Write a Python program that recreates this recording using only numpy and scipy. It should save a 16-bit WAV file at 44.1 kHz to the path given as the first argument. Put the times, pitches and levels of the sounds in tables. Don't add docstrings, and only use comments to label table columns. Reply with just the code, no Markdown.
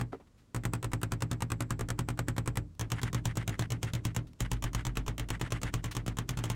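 import sys
import numpy as np
from scipy import signal
from scipy.fft import rfft, irfft
from scipy.io import wavfile

SR = 44100
rng = np.random.default_rng(int(sys.argv[2]) if len(sys.argv) > 2 else 0)


def store_wav(level_fs):
    pcm = np.round(np.clip(np.atleast_2d(level_fs), -1, 1) * 32767)
    wavfile.write(sys.argv[1], SR, pcm.T.astype(np.int16))


N = 288855
LAID_FLAT_S, COPY_GAP_S = 2.7, 0.016
CHATTER_PEAK_S, CHATTER_SPREAD_S = 0.046, 0.014

# t/s, first copy over the second/dB
BLOWS = [(-0.004, 0), (0.5466, 1.5), (0.6364, -14), (0.7353, 12.5), (0.8282, -4.5), (0.9175, -15.5),
         (1.0156, -15.5), (1.1201, 14), (1.206, -17), (1.314, 9), (1.4056, -12.5), (1.5024, -9.5),
         (1.606, 9), (1.7061, 16), (1.7931, -4.5), (1.8872, -7), (1.9908, 17), (2.0867, 8), (2.175, -20),
         (2.2841, 23), (2.365, -13.5), (2.4597, -14.5), (2.5561, -13), (2.795, -3), (2.9023, -16),
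         (3.016, -12), (3.1301, -6), (3.2549, 15), (3.355, -16), (3.4775, 5.5), (3.5933, 13), (3.704, -3.5),
         (3.8303, 17), (3.935, 2.5), (4.0516, 15), (4.1478, -16), (4.405, 12), (4.5157, 9.5), (4.624, -6),
         (4.732, -14), (4.8512, -1.5), (4.9547, -19), (5.0634, -13), (5.1804, -3), (5.2874, -12),
         (5.3967, -21.5), (5.5053, -17.5), (5.6159, -12.5), (5.7396, 21), (5.8413, 8), (5.9509, -7.5),
         (6.0633, -5.5), (6.17, -10), (6.2915, 13), (6.3721, 2), (6.4392, 9), (6.5005, 13.5)]
# f/Hz, relative level/dB
SHELL_UPRIGHT = [(150, 7), (300, 11.5), (650, -4), (1000, 4.5), (1350, 4.5), (2000, -2), (3000, -7),
                 (4200, -12), (6000, -11.5), (8200, -5), (10500, -19.5), (13500, -17.5), (16000, -32)]
SHELL_FLAT = [(150, 4), (300, 5), (650, -6), (1050, 0.5), (1500, -6.5), (2200, -8.5), (3100, -4),
              (4800, -12.5), (6200, -4.5), (7400, -3.5), (9500, -12.5), (13000, -16.5), (16000, -20)]
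# crack/dB, buzz/dB, buzz length/factor, room/dB, bench overtones/dB, hammer ring/dB
POSE_UPRIGHT = (-27, -39, 0.68, -44, 1.5, -6.5)
POSE_FLAT = (-28, -40.5, 0.91, -39.5, -3.5, -16)
# t/s, gain before the overload/dB
CRACK_TREBLE = [(0, -3), (.6, 2), (1.15, -0.5), (2.55, 0.2), (2.8, -6), (3.7, -6), (4.65, -3.5), (5.55, -9),
                (6, -7.5)]
# f/Hz, t60/s
BUZZ_T60 = [(300, 0.12), (1500, 0.15), (4000, 0.14), (8000, 0.056), (14000, 0.07)]
# f/Hz, relative level/dB, t60/s
HAMMER_MODES = [(7670, -64, .36)]
# f/Hz, relative level/dB, t60/s
BENCH_MODES = [(114.1, 6.5, 0.23), (85.5, -10, 0.68), (160.8, -5, 0.45), (244.5, -5, 0.15),
               (297.6, -15, 0.43), (374, -16, 0.19), (446, -27.5, 0.38), (542.5, -14, 0.14),
               (681.4, -18, 0.12), (818, -25, 0.19)]
# t/s, relative thump of the top/dB, relative sway on its legs/dB
BENCH_GIVE = [(0.5, -35.5, -44.5), (2.4, -36.5, -44), (3.1, -34, -42), (4.15, -34.5, -48),
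              (4.55, -36.5, -34.5), (5.1, -38.5, -37.5), (5.6, -37.5, -40.5), (6.5, -38.5, -44.5)]
# f/Hz, relative level/dB
CHATTER_COLOUR = [(200, -8), (500, -4), (900, -3), (1350, 2), (2050, 4), (2450, -6), (2950, -4),
                  (4000, -15), (6000, -20), (9000, -21), (16000, -42)]
# f/Hz, relative level/dB, t60/s
PIN_MODES = [(3740, -26, .18), (6950, -21, .12), (7750, -23, .14), (8700, -22, .12), (10100, -24, .11)]
# t/s at its height, level/dB
LOUD_CHATTERS = [(2.98, -46), (3.071, -46), (3.179, -52), (3.303, -51), (3.419, -49), (3.54, -50), (3.638, -50),
                 (3.888, -49), (4.457, -50), (4.671, -50), (4.8, -47), (5.35, -47), (5.461, -48), (5.563, -47),
                 (5.676, -45)]
# t/s, relative level/dB
CLUNKS = [(0.1306, -28.5), (0.146, -36)]
# f/Hz, relative level/dB, t60/s
CASE_MODES = [(273, -6, 0.1), (380, 1.5, 0.061), (448, 0, 0.067), (570, -10, 0.057), (725, 2, 0.024),
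              (1000, -12, 0.026), (1310, -1.5, 0.021), (1980, -17, 0.032)]
# t/s, level/dB, rise/s, decay/s, low edge/Hz, high edge/Hz
HANDLING = [(.12, -49.5, 0.011, 0.017, 250, 885), (0.198, -53.5, 0.0058, 0.013, 203, 393),
            (0.27, -67, .003, 0.0074, 600, 2000), (0.374, -70, 0.016, 0.029, 700, 4000),
            (2.751, -60, 0.00011, 0.0017, 400, 5000), (3.6225, -34.5, 0.00034, 0.0036, 250, 2170),
            (4.27, -60.5, 0.00029, 0.015, 900, 4300), (4.333, -55, 0.00029, 0.0015, 1200, 3500),
            (5.91, -42, .008, 0.0098, 900, 4120)]
# f/Hz, relative level/dB
ROOM_COLOUR = [(120, 12), (280, 17.5), (500, 4.5), (800, 7), (1350, 6), (2200, 6.5), (3200, -8.5),
               (4800, -14), (7500, -95.5), (10000, -102), (16000, -106)]
# f/Hz, t60/s
ROOM_T60 = [(150, 0.66), (300, 0.45), (600, 0.23), (1500, 0.14), (4000, 0.14), (8000, 0.059),
            (16000, 0.072)]
# f/Hz, relative level/dB
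ROOM_TONE = [(18, -47), (30, -5.5), (118, -4), (153, -11.5), (252, -11.5), (889, -32), (1010, -27.5),
             (2230, -36.5), (7470, -39), (16000, -53.5)]


def hammering(thump_db=6.0, sway_db=8.5, sway_hz=49.2, sway_t60=0.39):
    mix, common_tail = np.zeros(N), room_answer()
    give_times, thumps, sways = np.transpose(BENCH_GIVE)
    for (s, lead_db), (thump_chance, sway_chance) in zip(BLOWS, rng.standard_normal((len(BLOWS), 2))):
        shell, pose = (SHELL_UPRIGHT, POSE_UPRIGHT) if s < LAID_FLAT_S else (SHELL_FLAT, POSE_FLAT)
        crack_db, buzz_db, buzz_length, room_db, overtone_db, steel_db = pose
        shares = copy_shares(lead_db)
        crack = gain_of(crack_db) * shell_crack(shell, np.interp(s, *np.transpose(CRACK_TREBLE)))
        buzz = gain_of(buzz_db) * short_buzz(shell, buzz_length)
        thump_gain = gain_of(np.interp(s, give_times, thumps) + thump_db + 0.5 * thump_chance)
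        thump = thump_gain * bench_thump(overtone_db)
        tail = gain_of(room_db) * (.5 * common_tail + np.sqrt(3 / 4) * room_answer())
        excess = max(shares[0] - shares[1], 0)
        add(mix, s - COPY_GAP_S, gain_of(crack_db - 15) * excess * lead_in(shell))
        copy_times = (s, s + COPY_GAP_S)
        for at, share, buzz_lift_db, tail_lift_db in zip(copy_times, shares, (2, 0), (-4, 0)):
            add(mix, at, share * crack)
            add(mix, at, share / shares.sum() * thump)
            add(mix, at, gain_of(buzz_lift_db) * np.sqrt(share * shares.max()) * buzz)
            add(mix, at, gain_of(tail_lift_db) * np.sqrt(share) * tail)
        louder_at = s + COPY_GAP_S * (lead_db < 0)
        sway = mode(sway_hz * rng.uniform(0.93, 1.092), sway_t60, rise=0.0056)
        sway_gain = gain_of(np.interp(s, give_times, sways) + sway_db + 1.8 * sway_chance)
        add(mix, louder_at, sway_gain * sway)
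        add(mix, louder_at, gain_of(steel_db) * metal_ring(HAMMER_MODES, uneven_db=3.0))
    return mix


def copy_shares(lead_db, power=1.11):
    copies = gain_of([lead_db, 0])
    return copies / np.sum(copies ** power) ** (1 / power)


def shell_crack(shell, treble_db, shelf_hz=4300, body_s=0.0016, treble_s=0.0011, ring_s=0.0083):
    t = clock(2048)
    burst = noise(lambda hz: read(shell, hz) + treble_db / (1 + (shelf_hz / (hz + 1)) ** 4), len(t))
    treble = signal.sosfiltfilt(signal.butter(2, shelf_hz, "high", fs=SR, output="sos"), burst)
    snap = (burst - treble) * np.exp(-t / body_s) + 1.54 * treble * np.exp(-t / treble_s)
    ring = gain_of(-17) * burst * np.exp(-t / ring_s)
    overloaded = np.tanh(2.9 * (snap + ring))
    return overloaded / rms(overloaded[t < .0025])


def short_buzz(shell, length, tilt_db=1.0):
    t60s = [(hz, length * t60) for hz, t60 in BUZZ_T60]
    return dying_noise(lambda hz: read(shell, hz) + tilt_db * np.log2(1 + hz / 3000), t60s, size=4096)


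def lead_in(shell, swell_s=0.0066, tilt_db=-3.5):
    t = clock(2048)
    rush = noise(lambda hz: read(shell, hz) + tilt_db * np.log2(1 + hz / 3000), len(t))
    return (rush * np.exp((t - COPY_GAP_S) / swell_s))[t < COPY_GAP_S]


def bench_thump(overtone_db, overtones_above_hz=200, detune=0.029, uneven_db=0.5):
    thump, main_hz = 0, BENCH_MODES[0][0]
    for hz, db, t60 in BENCH_MODES:
        strength, pitch, phase = rng.standard_normal(3)
        level_db = db + overtone_db * (hz > overtones_above_hz)
        level_db += uneven_db * strength * (hz != main_hz)
        thump += gain_of(level_db) * mode(hz + detune * main_hz * pitch, t60, 0.0026, phase=.5 * phase)
    return thump


def metal_ring(modes, uneven_db):
    chance = rng.standard_normal((len(modes), 2))
    return sum(gain_of(db + uneven_db * strength) * mode(hz, t60, rise=0.0012, phase=np.pi * phase)
               for (hz, db, t60), (strength, phase) in zip(modes, chance))


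def rattling(after_blow_db=-57, uneven_db=0.5):
    mix = np.zeros(N)
    for s, _ in BLOWS:
        if s > LAID_FLAT_S:
            add(mix, s, gain_of(after_blow_db + uneven_db * rng.standard_normal()) * case_chatter())
    for s, db in LOUD_CHATTERS:
        add(mix, s - CHATTER_PEAK_S, gain_of(db) * case_chatter())
    return mix


def case_chatter(contacts_per_s=320, grain_s=0.003, smear=0.83, pins_at_s=0.022, pins_db=4):
    t = clock(6144)
    hz = np.fft.rfftfreq(len(t), 1 / SR)
    contacts = (rng.random(len(t)) < contacts_per_s / SR) * (.5 + rng.random(len(t)))
    grains = signal.lfilter([1], [1, -np.exp(-1 / (grain_s * SR))], contacts)
    swell = np.exp(-.5 * ((t - CHATTER_PEAK_S) / CHATTER_SPREAD_S) ** 2)
    force = rng.standard_normal(len(t)) * (smear + grains / rms(grains)) * swell
    chatter = irfft(rfft(force) * gain_of(read(CHATTER_COLOUR, hz)), len(t))
    chatter *= np.sqrt(2) * rms(swell) / rms(chatter)
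    add(chatter, pins_at_s, gain_of(pins_db) * metal_ring(PIN_MODES, uneven_db=4))
    return chatter


def set_down(body_db=-5):
    mix = np.zeros(N)
    for s, clunk_db in CLUNKS:
        for hz, db, t60 in CASE_MODES:
            ring = mode(hz, t60, rise=0.00026, phase=rng.uniform(0, 2 * np.pi))
            add(mix, s, gain_of(clunk_db + db + body_db) * ring)
    return mix


def handling(slope_db=17):
    mix, t = np.zeros(N), clock(8192)
    for s, db, rise, decay, low, high in HANDLING:
        envelope = (1 - np.exp(-t / rise)) * np.exp(-t / decay)
        scuff = noise(lambda hz: -slope_db * np.log10(1 + (hz / high) ** 2)
                      - 10 * np.log10(1 + (low / (hz + 1)) ** 4), len(t))
        add(mix, s, gain_of(db) * scuff * envelope / envelope.max())
    return mix


def room_answer(rise_s=0.0014):
    tail = dying_noise(lambda hz: read(ROOM_COLOUR, hz), ROOM_T60, size=16384)
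    return tail * (1 - np.exp(-clock(len(tail)) / rise_s))


def room_tone(level_db=-62):
    return gain_of(level_db) * noise(lambda hz: read(ROOM_TONE, hz), N)


def mode(hz, t60, rise, phase=0):
    t = clock(24000)
    return np.cos(2 * np.pi * hz * t + phase) * gain_of(-60 * t / t60) * (1 - np.exp(-t / rise))


def dying_noise(colour, t60s, size):
    hz, t, bands = signal.stft(noise(colour, size), SR, nperseg=256)
    t60 = np.maximum(read(t60s, hz), .02)[:, None]
    return signal.istft(bands * gain_of(-60 * t / t60), SR, nperseg=256)[1]


def noise(colour, size):
    hz = np.fft.rfftfreq(size, 1 / SR)
    x = irfft(gain_of(colour(hz)) * np.exp(2j * np.pi * rng.random(len(hz))), size)
    return x / rms(x)


def read(points, hz):
    f, value = np.transpose(points)
    return np.interp(np.log(hz + 1), np.log(f + 1), value)


def add(mix, s, sound):
    start = round(s * SR)
    sound = sound[max(-start, 0):]
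    part = mix[max(start, 0):][:len(sound)]
    part += sound[:len(part)]


def clock(size):
    return np.arange(size) / SR


def gain_of(db):
    return 10 ** (np.asarray(db) / 20)


def rms(x):
    return np.sqrt(np.mean(x ** 2) + 1e-20)


def scene():
    background = room_tone()
    return (hammering() + rattling() + set_down() + handling() + background)[None]


def record(dry):
    lowpass = signal.firwin(255, 16100, window=("kaiser", 8), fs=SR)
    return signal.oaconvolve(dry, lowpass[None], "same")


dry = scene()
out = record(dry)
store_wav(out)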